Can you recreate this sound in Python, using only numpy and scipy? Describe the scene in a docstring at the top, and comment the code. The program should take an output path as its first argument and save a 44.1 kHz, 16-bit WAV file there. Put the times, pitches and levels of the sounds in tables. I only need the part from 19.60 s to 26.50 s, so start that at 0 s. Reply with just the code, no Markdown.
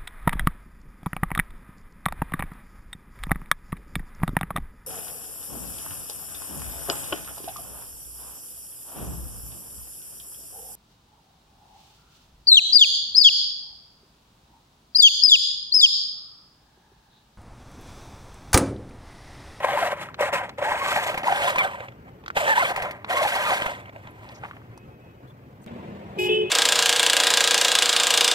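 """A model truck scrabbles over loose stones in bursts, to the right of two spaced microphones.
Noise-driven contacts grind its hollow shell; bending tones squeal; damped rings knock and tick.
Small rustles lie nearby. Far off are low filtered road noise, a rising engine drone and faint horns.
At 6.06 s the scene changes: the road is louder, a hum fades and car horns echo over the hillside."""
import sys
import numpy as np
from scipy import signal
from scipy.fft import rfft, irfft
from scipy.io import wavfile
from scipy.ndimage import uniform_filter1d

SR = 44100
rng = np.random.default_rng(int(sys.argv[2]) if len(sys.argv) > 2 else 0)


def transcribe(u):
    """Save the signal u as a 16-bit wav file named by the first command-line argument.

    u: samples, shape (n,) or (channels, n), limited to [-1, 1]; the rate is SR.
    q: integer samples, one column per channel.
    """
    v = np.clip(np.atleast_2d(u).T, -1, 1)
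    q = np.round(v * 32767).astype(np.int16)
    wavfile.write(sys.argv[1], SR, q)


N = 304290

# Pushes of the throttle, a list for each. Each row: time in seconds, grind level in dB,
# grit relative to grind in dB.
THROTTLE_PUSHES = [
    [(0.0, -25.5, -15), (0.02, -40.5, -11), (0.046, -20.5, -15), (0.058, -30, -14), (0.258, -28.5, -9),
     (0.302, -31.5, -13), (0.326, -30, -16), (0.36, -41, -16.5), (0.43, -34.5, -8), (0.534, -55, -24),
     (0.544, -51, -20), (0.56, -60, -15)],
    [(0.57, -59, -24), (0.598, -23.5, -15), (0.636, -27.5, -18), (0.652, -29, -8), (0.69, -30.5, -11.5),
     (0.718, -39, -23), (0.734, -23.5, -10), (0.856, -35.5, -15.5), (0.862, -43.5, -11), (0.9, -40, -20),
     (0.914, -49.5, -19), (0.96, -60, -25)],
    [(0.97, -58, -16), (0.986, -31, -14), (1.008, -35, -15), (1.022, -27, -12), (1.182, -29, -11),
     (1.186, -31, -9), (1.354, -27.5, -7), (1.36, -25, -9), (1.456, -32.5, -8), (1.498, -24, -12.5),
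     (1.51, -31.5, -11), (1.63, -34, -16.5)],
    [(1.64, -9, -27), (1.65, -32.5, -10), (1.68, -26.5, -8.5), (1.8, -29.5, -6.5), (1.818, -28, -6.5),
     (1.904, -22.5, -10.5), (1.91, -32, -10.5), (2.048, -25.5, -8.5), (2.086, -33.5, -14),
     (2.242, -42, -13), (2.42, -74, -28), (2.5, -41.5, -16)],
    [(2.744, -52, -4), (2.772, -23, -13), (2.788, -28, -9), (2.91, -26, -8.5), (2.946, -35, -7),
     (2.966, -25, -7), (3.082, -30.5, -4.5), (3.12, -26, -13), (3.13, -36, -16), (3.236, -28, -15),
     (3.43, -53.5, -24), (3.44, -49, -20)],
    [(3.46, -35, -28), (3.47, -51, -19), (3.502, -25.5, -10), (3.658, -28.5, -7), (3.678, -30.5, -4.5),
     (3.896, -26, -7), (3.924, -22, -14), (3.936, -27.5, -4.5), (4.056, -33, -9.5), (4.062, -27.5, -9),
     (4.246, -50, -13), (4.3, -47, -22)],
    [(4.32, -44, -16), (4.34, -58, -13), (4.36, -48.5, -17), (4.416, -54.5, -13), (4.488, -43.5, -20),
     (4.524, -56, -15), (4.708, -46, -14.5), (4.81, -57, -9), (4.84, -37.5, -22), (4.866, -52, -11),
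     (5.084, -65.5, -14), (5.15, -51, -20)],
]
# Tyre lugs slipping on rock. Each row: start in seconds, length in seconds, first, middle and
# last pitch in Hz, level in dB, octave relative to the tone in dB.
SQUEALS = [(0.03, 0.05, 1059, 948, 695, -27, -26), (0.072, 0.048, 700, 784, 750, -28, -11),
           (0.132, 0.027, 773, 608, 616, -24.5, -19), (0.166, 0.036, 892, 1006, 1006, -23, -16),
           (0.212, 0.049, 761, 633, 536, -24.5, -8.5), (0.253, 0.021, 710, 718, 789.0, -28, -11),
           (0.589, 0.064, 688, 576, 597, -28.5, -7), (0.672, 0.029, 890, 788, 590, -29, -7),
           (0.732, 0.036, 550, 560, 610, -27, -20), (1.014, 0.024, 590, 566, 593, -29, -10),
           (1.05, 0.058, 849, 874, 1050, -27.5, -10), (1.108, 0.041, 906, 840, 666, -31, -11),
           (1.133, 0.044, 593, 745, 1020, -29, -17), (1.201, 0.046, 1054, 1086, 1080, -29, -8),
           (1.257, 0.057, 1230, 1155, 1175.0, -34.0, -9), (1.365, 0.032, 734, 809, 1000, -25, -13),
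           (1.48, 0.032, 760, 620, 596, -32, -8.0), (1.66, 0.03, 898, 970, 910, -24.5, -19),
           (1.685, 0.029, 900, 786, 696, -25.5, -11.0), (1.712, 0.025, 850, 773, 734, -24.5, -8),
           (1.742, 0.037, 863, 813, 800, -27, -13.0), (1.792, 0.089, 984, 702, 773, -27, -10),
           (1.868, 0.026, 1027, 890, 750, -28, -5), (1.979, 0.049, 1232, 1119, 1080, -29.5, 10.5),
           (2.031, 0.036, 752, 764, 716, -29.5, -3), (2.762, 0.025, 1000.0, 850, 696, -25.5, -4),
           (2.798, 0.075, 803, 592, 700, -28, -12), (2.864, 0.033, 800, 930, 830, -27, 4),
           (2.889, 0.057, 876, 907, 775, -24, 5.5), (2.954, 0.0231, 980, 903, 750, -26.5, 0),
           (2.974, 0.017, 805, 944, 1070, -18.5, -5), (2.994, 0.032, 950, 1066, 980, -24, 1),
           (3.019, 0.019, 930, 727, 640, -22, -0.5), (3.044, 0.02, 1210, 1150, 1000, -29, 4),
           (3.093, 0.046, 594, 727, 760.0, -38, -8), (3.494, 0.044, 627, 739, 720, -28.5, -13),
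           (3.528, 0.038, 910, 977, 1050, -37, 2.0), (3.554, 0.071, 1075, 1089, 1080, -25.5, -4),
           (3.608, 0.036, 817, 600, 760, -22, -24), (3.64, 0.041, 905, 861, 710, -23.5, -15),
           (3.75, 0.026, 1230, 936, 665, -23.5, -17), (3.785, 0.044, 568, 615, 603, -34.5, -0.5),
           (3.852, 0.064, 1167, 1218, 870, -29, -9), (3.913, 0.032, 710, 745, 751.0, -26.5, -18)]
# Stones knocking the shell. Each row: start in seconds, ring level in dB, ring pitch in Hz,
# crack and snap levels in dB before their own offsets.
KNOCKS = [(.045, -4.5, 980, -45, -15.5), (0.174, -3.5, 922, -32, -38), (.225, -7.5, 765, -28, -17),
          (.328, -13, 595, -47, -34), (.37, -27, 557, -44, -33), (.418, -27, 580, -50, -45),
          (.487, -20, 1310, -44, -41), (.59, -18, 705, -48, -38), (0.607, -9.5, 514, -44, -12.5),
          (.63, -8.5, 572, -35, -21), (0.735, -27, 560, -34, -12), (.984, -21, 592, -34, -33),
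          (1.022, -13, 570, -35, -33), (1.118, -7, 920, -32, -33), (1.26, -9, 1130, -25, -24),
          (1.319, -8, 1320, -41, -38), (1.361, -7.5, 850, -21, -26), (1.543, -14.5, 765, -29, -22),
          (1.576, -18, 756, -21.5, -13.5), (1.632, -14, 800, -27.5, -22), (1.67, -6.5, 930, -41, -34),
          (1.682, -1, 860, -36, -36), (1.723, -5, 802, -22.5, -33), (1.819, -10.5, 743, -27, -35),
          (1.881, -4.5, 966, -24, -30), (1.958, -7.5, 1006, -21.5, -17), (1.983, -30, 885, -22, -12),
          (2.204, -26.5, 513, -33, -42), (2.284, -32, 560, -36, -56), (2.32, -40, 624, -45, -56),
          (2.768, -19, 796, -19.5, -34), (2.959, -15, 933, -42, -38), (3.161, -17, 825, -21, -14),
          (3.178, -13, 795, -29, -29), (3.221, -21, 640, -24.5, -16), (3.309, -43, 900, -32.5, -22),
          (3.499, -26, 700, -45, -31), (3.65, -3, 840, -24, -25), (3.754, -15, 790, -35, -11),
          (3.814, -34, 815, -35, -26), (3.864, -25, 810, -36, -27), (3.905, -21, 1590, -24, -28),
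          (4.02, 0, 3180, -20.5, -25), (4.062, -13.5, 860, -22.5, -34), (4.257, -40, 825, -43, -52),
          (4.293, -30, 660, -41, -48), (4.361, -25.5, 670, -44, -52), (4.472, -28, 880, -40.5, -54)]
# Single pebbles ticking on rock. Each row: start in seconds, ring level in dB, ring pitch in Hz,
# snap centre in Hz, snap level in dB before halving.
TICKS = [(.543, -21.5, 1320, 2370, -24), (.893, -22, 1210, 2800, -23.5), (2.638, -34, 900, 2000, -36),
         (2.661, -18, 1320, 2500, -26), (2.680, -12, 1430, 2680, -23.5), (2.702, -8.5, 1380, 2500, -26),
         (3.445, -16.5, 1000, 2020, -16.5), (4.689, -42, 860, 2700, -31), (4.8359, -18, 850, 1450, -18),
         (4.847, -21, 1150, 1600, -22), (4.852, -28, 900, 1300, -26), (4.859, -31, 810, 1400, -30),
         (4.886, -33, 870, 1400, -34), (4.911, -21.5, 1260, 1690, -27), (4.934, -29, 1240, 1400, -35),
         (4.967, -34, 800, 1600, -33), (5.017, -44, 900, 1300, -37), (5.176, -28.5, 940, 4700, -37)]
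# Spectra of the hollow shell, of sand and gears, and of a stone's crack.
# Each row: frequency in Hz, relative level in dB per Hz.
SHELL_SPECTRUM = [(88, -69), (150, -17), (353, -18), (575, -2), (674, -5.5), (913, -1.5), (1430, -9.5),
                  (2070, -4), (2690, -17), (3500, -31), (4550, -64), (7700, -120)]
GRIT_SPECTRUM = [(1470, -41), (2500, -1.5), (3860, -6), (4110, -5), (4440, -10), (5480, -13.5),
                 (8270, -10.5), (9290, -19), (11500, -13.5), (13500, -24), (15200, -21), (16000, -45)]
CRACK_SPECTRUM = [(710, -4), (1200, -3), (1560, 2), (2130, 4.5), (3220, -7.5), (5070, -26), (7570, -24),
                  (9930, -73), (16000, -42)]
# The truck moving to the right and back. Each row: time in seconds, left microphone's lag in samples.
TRUCK_PLACE = [(0.1, 4), (1.3, 6), (2.2, 11), (2.9, 11), (3.2, 8), (3.9, 8), (4.3, 12), (4.9, 8)]
# Likeness of the two microphones for the truck, for its squeals and for the road.
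# Each row: frequency in Hz, likeness from 0 to 1.
TRUCK_LIKENESS = [(250, 1), (600, .99), (1000, .95), (2500, .87), (5000, .58), (12000, .5)]
SQUEAL_LIKENESS = [(500, 1), (3000, .97)]
ROAD_LIKENESS = [(60, 1), (150, 1), (400, 0.97), (1000, 0.6), (3000, 0.085), (9000, 0.067)]
# Faint rustles, scrapes and chirps nearby. Each row: start in seconds, length in seconds,
# centre in Hz, width in Hz, level in dB.
RUSTLES = [(4.505, .015, 11200, 500, -62), (4.742, .028, 5400, 2600, -55), (4.77, .025, 5400, 2600, -62),
           (5.668, .05, 3460, 80, -63), (5.672, .025, 4050, 300, -67), (6.015, .028, 7500, 3000, -63),
           (6.03, .016, 13500, 3000, -67), (6.041, .005, 6000, 5500, -57), (6.073, .012, 3000, 1600, -47)]
# A low and a high horn, direct and echoed. Each row: start and stop in seconds, pitch in Hz,
# low tone in dB, blare in dB, tilt from 2.65 to 2.85 kHz in dB, treble in dB.
HORNS = [(5.143, 5.29, 365, -61, -63, -16, -20), (5.3, 5.393, 365, -68, -65, -16, -20),
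         (5.406, 5.56, 365.5, -66, -64, -16, -20), (5.57, 5.64, 365, -70, -68, -10, -20),
         (6.571, 6.605, 395, -33, -70, 0, -20), (6.583, 6.712, 365.5, -26, -48, 16, -20),
         (6.585, 6.705, 420, -33, -28.5, -16, -1), (6.665, 6.75, 420, -60, -31, -16, -22),
         (6.635, 6.694, 373, -50, -35, -1, -8), (6.685, 6.795, 374.3, -33, -27, -3, -17),
         (6.689, 6.855, 429.3, -23, -38, 12, -12), (6.695, 6.89, 363, -27.5, -52, -3, -23),
         (6.77, 6.94, 374.5, -50, -44, -1, -20), (6.8, 6.94, 421.5, -37, -41, -14, -25)]
# Resonances of the horn disc. Each row: frequency in Hz, relative level in dB.
HORN_DISC = [(700, -31), (850, -8.5), (1200, -43), (1700, -19.5), (1880, -25), (2100, -19), (2280, -27),
             (2500, -1), (3000, -2), (3400, -11.5), (3800, -18), (4300, -29), (5300, -19), (6200, -34),
             (7400, -22.5), (9500, -33), (10800, -34), (11900, -22.5), (13400, -40), (14800, -34)]
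# Distant road before and after the scene change, a list for each.
# Each row: frequency in Hz, relative level in dB per Hz.
ROAD_SPECTRA = [
    [(12, -71), (20, -29), (32, -40), (46, -13.5), (123, -3), (154, -8), (422, -14.5), (499, -15.5),
     (2390, -31), (2600, -34.5), (3160, -36.5), (3440, -41), (16000, -58.5)],
    [(12, -69), (20, -39), (37, -35), (48, -20), (86, -6), (198, -4), (277, -10.5), (527, -9.5), (976, -17),
     (1330, -24.5), (1760, -23.5), (2670, -28), (5850, -47.5), (7520, -46.5), (12000, -59), (16000, -70)],
]
# Road level before and after the scene change, in dB.
ROAD_LEVELS_DB = [-47.5, -40]
# Engine hum that fades after the change. Each row: pitch in Hz, level in dB, fade in dB per second.
HUM = [(201.5, -41.5, -8.5), (237, -38.5, -40)]
# A far engine gathering speed. Each row: time in seconds, pitch in Hz, level in dB.
DRONE = [(4.1, 100, -75), (4.35, 103.8, -48), (4.8, 110, -52), (5.2, 118.8, -49), (5.5, 120.6, -66),
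         (5.751, 122.7, -46), (5.95, 126, -70)]
# Microphone noise. Each row: frequency in Hz, relative level in dB per Hz.
HISS_SPECTRUM = [(5000, -9), (9000, -37), (11500, 1), (13500, 7), (16000, 2.5)]

HISS_DB, EDGE_HZ = -73, 15800  # hiss of each microphone, upper band limit
ROAD_LAG, HORN_LAG = 15.5, 17.9  # samples, left microphone later
CENTRE_DB, DB_PER_LAG = 2.6, -.33  # left above right, falling as the lag grows
BITE, SWELL = 0.88, 0.55  # exponents: a slip peaks early (under 1), its swell is flat-topped (under 1)
GLIDE = .2  # a loose stone's ring bends by up to this share in 10 ms
RING_CYCLES, CRACK_T60_S, SNAP_HZ = 20, 0.023, 4150  # a knock's ring falls 60 dB in so many cycles
TICK_CYCLES, TICK_T60_S, TICK_RISE_S = 10, .018, .0004
RASP_DB = .7  # flutter of the horn disc at 5 kHz, growing with frequency
SCENE_CHANGE_S = 6.0635
JOIN_DB, JOIN_S = -30, 0.0007  # jump in pressure at the change, and its time constant


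def gain_of(db):
    """Decibels to gain."""
    return 10 ** (np.asarray(db) / 20)


def evened(x):
    """Scales to rms 1."""
    return x / np.sqrt(np.mean(x ** 2) + 1e-20)


def read(points, hz):
    """Reads a table on a log-frequency axis."""
    f, value = np.transpose(points)
    return np.interp(np.log(hz + 1), np.log(f + 1), value)


def add(mix, s, sound):
    """Mixes a sound in at time s."""
    part = mix[round(s * SR):][:len(sound)]
    part += sound[:len(part)]


def colour(x, points):
    """Filters by a spectrum table, rms 1."""
    hz = np.fft.rfftfreq(len(x), 1 / SR)
    return evened(irfft(rfft(x) * gain_of(read(points, hz)), len(x)))


def wander(count, seconds):
    """Smooth random curve, rms about 1."""
    width = max(round(seconds * SR), 2)
    noise = rng.standard_normal(count + 2 * width)
    return evened(uniform_filter1d(uniform_filter1d(noise, width), width))[:count]


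def microphones(x, lag, likeness, size=512):
    """Two spaced microphones: the left hears later, its phases scrambled where likeness is low."""
    hz, t, z = signal.stft(x, SR, nperseg=size)
    same = np.clip(read(likeness, hz), 0, 1)[:, None]
    scramble = np.exp(2j * np.pi * rng.random(z.T.shape)).T
    lag_now = np.interp(t * SR, np.arange(N), lag * np.ones(N))
    late = np.exp(-2j * np.pi * hz[:, None] * lag_now / SR)
    left = z * late * (same + np.sqrt(1 - same ** 2) * scramble * 1.35)
    return np.array([signal.istft(left, SR, nperseg=size)[1][:N], x])


def ground_echoes(x, t60, seconds=.5):
    """Scattered echoes off the rocky ground: sparse decaying taps of total energy 1."""
    t = np.arange(round(seconds * SR)) / SR
    sparse = rng.choice([-1., 1.], len(t)) * (rng.random(len(t)) < .06)
    taps = sparse * gain_of(-60 * t / t60) * (t > .003)
    return signal.oaconvolve(x, taps / np.linalg.norm(taps))[:N]


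def truck():
    """Grind, squeals, knocks and ticks share one moving place."""
    t = np.arange(N) / SR
    power, grit_db = np.full(N, 1e-12), np.zeros(N)
    for rows in THROTTLE_PUSHES:
        s, db, rel_db = np.transpose(rows)
        span = t[round(s[0] * SR):round(s[-1] * SR)]
        push = gain_of(2 * np.interp(span, s, db))  # doubled dB gives power
        add(power, s[0], push * signal.windows.tukey(len(span), .04))
        add(grit_db, s[0], np.interp(span, s, rel_db))
    body = grind(10 * np.log10(power), grit_db)
    squeals, ticks = np.zeros((2, N))
    for row in SQUEALS:
        add(squeals, *squeal(*row))
    for s, *blow in KNOCKS:
        add(body, s, knock(*blow, rng.standard_normal(2048)))
    for s, *blow in TICKS:
        add(ticks, s, tick(*blow, rng.standard_normal(1024)))
    body += gain_of(-10.0) * ground_echoes(body, 0.025)
    ticks += gain_of(-9.5) * ground_echoes(ticks, 0.024)
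    squeals += gain_of(-22.0) * ground_echoes(squeals, 0.21)
    lag = np.interp(t, *np.transpose(TRUCK_PLACE))
    heard = microphones(body, lag, TRUCK_LIKENESS, size=256)
    heard += microphones(ticks, lag, TRUCK_LIKENESS, size=96)
    heard += microphones(squeals, lag, SQUEAL_LIKENESS, size=256)
    return heard * gain_of(np.outer([.5, -.5], CENTRE_DB + DB_PER_LAG * lag))


def grind(level_db, grit_db):
    """Many small stone contacts, uneven in size and clumped, drive the shell and a hiss of grit."""
    lumps = wander(N, 0.015)
    size = gain_of(0.75 * np.minimum(rng.exponential(1, N), 5))
    contacts = size * (rng.random(N) < 2500 / SR) * rng.standard_normal(N)  # 2500 a second
    rub = 0.5 * evened(contacts) + 0.49 * rng.standard_normal(N)
    shell = colour(rub * gain_of(1.52 * lumps), SHELL_SPECTRUM)
    unevenness = gain_of(2.1 * lumps + 1.66 * wander(N, 0.1))
    sand = colour((1.76 * rub + rng.standard_normal(N)) * unevenness, GRIT_SPECTRUM)
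    low = gain_of(-1.0) * shell + gain_of(-5.0) * chatter(521, 1314, 120, 32.7)
    high = sand + gain_of(3.0) * chatter(1415, 3555, 500, 97.0)
    return gain_of(level_db) * low + gain_of(level_db + grit_db) * high


def chatter(low_hz, high_hz, per_s, cycles):
    """Loose stones clink together, each with its own short, bending ring; a few are large."""
    size = gain_of(1.77 * np.minimum(rng.exponential(1, N), 5)) * (rng.random(N) < per_s / SR)
    pebble, t = rng.integers(0, 24, N), np.arange(1600) / SR
    total = np.zeros(N)
    for k, hz in enumerate(np.geomspace(low_hz, high_hz, 24)):
        bend = rng.uniform(-GLIDE, GLIDE)
        tone = np.sin(2 * np.pi * hz * t * (1 + bend * t / 0.02025))
        ring = tone * gain_of(-60 * t * hz / cycles) * np.minimum(t / 0.0025, 1)
        total += signal.oaconvolve(size * (pebble == k), ring)[:N]
    return evened(total)


def squeal(start, length, first_hz, middle_hz, last_hz, db, octave_db):
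    """Stick-slip of a lug: an unsteady tone that bends through three pitches, with overtones."""
    t = np.arange(0, length, 1 / SR)
    swell = abs(np.sin(np.pi * (t / length) ** BITE))
    curve = np.polyfit([0, length / 2, length], [first_hz, middle_hz, last_hz], deg=2)
    turns = np.cumsum(np.polyval(curve, t) * (1 + .018 * wander(len(t), .008))) / SR
    overtones = gain_of(octave_db) * (np.sin(4 * np.pi * turns) + .12 * np.sin(6 * np.pi * turns))
    grip = gain_of(db + 2.34 * wander(len(t), 0.0029)) * swell ** SWELL
    return start, np.sqrt(2) * (np.sin(2 * np.pi * turns) + overtones) * grip


def knock(db, hz, crack_db, snap_db, noise):
    """A damped ring of stone on shell under a brief broad crack and a bright snap."""
    t = np.arange(len(noise)) / SR
    ring = gain_of(db - 60 * t * hz / RING_CYCLES) * np.sin(2 * np.pi * hz * t)
    ring *= 1 - np.exp(-t / 0.0018)
    crack = colour(noise, CRACK_SPECTRUM) * gain_of(crack_db + 6.0 - 60 * t / CRACK_T60_S)
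    return (ring + crack) * (1 - np.exp(-t / 0.00062)) + snap(snap_db, SNAP_HZ, noise[::-1])


def snap(db, hz, noise):
    """A noise burst of a few milliseconds, broad around its centre."""
    t = np.arange(len(noise)) / SR
    burst = colour(noise, [(hz / 5, -18), (hz, 0), (hz * 3, -9)])
    return gain_of(db - 14.5 - 60 * t / 0.041) * (1 - np.exp(-t / 0.0022)) * burst


def tick(db, hz, snap_hz, snap_db, noise):
    """Stone on stone: a ring of a few cycles and a dry snap."""
    t = np.arange(len(noise)) / SR
    dull_db = 11 * 2500 / snap_hz  # low, far ticks have a steeper treble loss
    dry_snap = colour(noise, [(snap_hz / 3, -14), (snap_hz, 0), (snap_hz * 1.5, -4),
                              (snap_hz * 2, -dull_db), (snap_hz * 3, -2 * dull_db),
                              (snap_hz * 8, -4 * dull_db)])
    dry_snap *= gain_of(snap_db - 60 * t / TICK_T60_S) / 2
    ring = gain_of(db - 60 * t * hz / TICK_CYCLES) * np.sin(2 * np.pi * hz * t)
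    return (ring + dry_snap) * (1 - np.exp(-t / TICK_RISE_S)) ** 2


def rustles():
    """Short bands of noise, faded in and out."""
    mix = np.zeros(N)
    for s, seconds, hz, width, db in RUSTLES:
        band = [(hz - width, -30), (hz - width / 2, 0), (hz + width / 2, 0), (hz + width, -30)]
        puff = colour(rng.standard_normal(4096), band)[:round(seconds * SR)]
        add(mix, s, gain_of(db) * puff * signal.windows.tukey(len(puff), .5))
    return microphones(mix, ROAD_LAG, TRUCK_LIKENESS)


def horns():
    """A buzzing armature gives a low tone; its overtones ring the disc near 2.5 to 3 kHz."""
    mix = np.zeros(N)
    for start, stop, hz, low_db, blare_db, tilt_db, treble_db in HORNS:
        t = np.arange(0, stop - start, 1 / SR)
        left_s = t[-1] - t
        turns = np.cumsum(hz * (1 + 0.0015 * wander(len(t), 0.022))) / SR
        k = np.arange(2, 40)[:, None]  # overtone numbers
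        tone_shape = [(2650, 0), (2850, tilt_db), (3500, 0), (4500, treble_db)]
        db = blare_db + read(HORN_DISC, k * hz) + read(tone_shape, k * hz)
        rasp_db = RASP_DB * k * hz / 5000 * wander(len(t), .002)
        overtones = np.sin(2 * np.pi * (k * turns + rng.random(k.shape)))
        blare = (gain_of(db + rasp_db) * overtones).sum(0)
        blare *= np.minimum(left_s / 0.041, 1)  # the disc dies first
        sound = np.sqrt(2) * (gain_of(low_db) * np.sin(2 * np.pi * turns) + blare)
        add(mix, start, sound * np.clip(np.minimum(t / 0.0041, left_s / 0.031), 0, 1))
    mix += gain_of(-18.5) * ground_echoes(mix, 1.0)
    return microphones(mix, HORN_LAG, [(300, 0.99), (3000, 0.85), (15000, 0.32)], size=768)


def traffic(spectrum, db):
    """Far traffic: filtered noise with a level that flickers slightly."""
    return gain_of(db + 1.0 * wander(N, 0.011)) * colour(rng.standard_normal(N), spectrum)


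def engine_drone(t):
    """A far engine gathering speed: one unsteady tone gliding upward."""
    s, hz, db = np.transpose(DRONE)
    pitch = np.interp(t, s, hz) * (1 + 0.0147 * wander(N, 0.065))
    level = gain_of(np.interp(t, s, db) + 1.8 * wander(N, 0.07))
    return level * np.sin(2 * np.pi * np.cumsum(pitch) / SR)


def engine_hum(since):
    """An engine dying away: two unsteady tones fade at their own rates after the change."""
    total = np.zeros(N)
    for hz, db, fade_db in HUM:
        level = gain_of(db + fade_db * np.maximum(since, 0) + 2.0 * wander(N, 0.027))
        pitch = hz * (1 + 0.00956 * wander(N, 0.049))
        total += level * np.sin(2 * np.pi * np.cumsum(pitch) / SR)
    return total


def road():
    """Traffic with a drone, then after the abrupt change louder traffic with a hum."""
    t = np.arange(N) / SR
    since = t - SCENE_CHANGE_S
    before = traffic(ROAD_SPECTRA[0], ROAD_LEVELS_DB[0]) + engine_drone(t)
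    after = traffic(ROAD_SPECTRA[1], ROAD_LEVELS_DB[1]) + engine_hum(since)
    jump = gain_of(JOIN_DB) * np.exp(-abs(since) / JOIN_S)
    heard_before = microphones(before, ROAD_LAG, ROAD_LIKENESS, size=2048)
    heard_after = microphones(after, ROAD_LAG, ROAD_LIKENESS, size=2048) + jump
    return np.where(since < 0, heard_before, heard_after)


def scene():
    """Truck, then rustles, horns and road with the left microphone 0.8 dB above the right."""
    return truck() + (rustles() + horns() + road()) * gain_of([[.4], [-.4]])


def record(dry):
    """Each microphone adds its own faint hiss; then the band limit."""
    noise = rng.standard_normal((2, N))
    hiss = gain_of(HISS_DB) * np.array([colour(v, HISS_SPECTRUM) for v in noise])
    band_limit = signal.firwin(511, EDGE_HZ, window=("kaiser", 9), fs=SR)
    return signal.oaconvolve(dry + hiss, band_limit[None], "same")


dry = scene()
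out = record(dry)
transcribe(out)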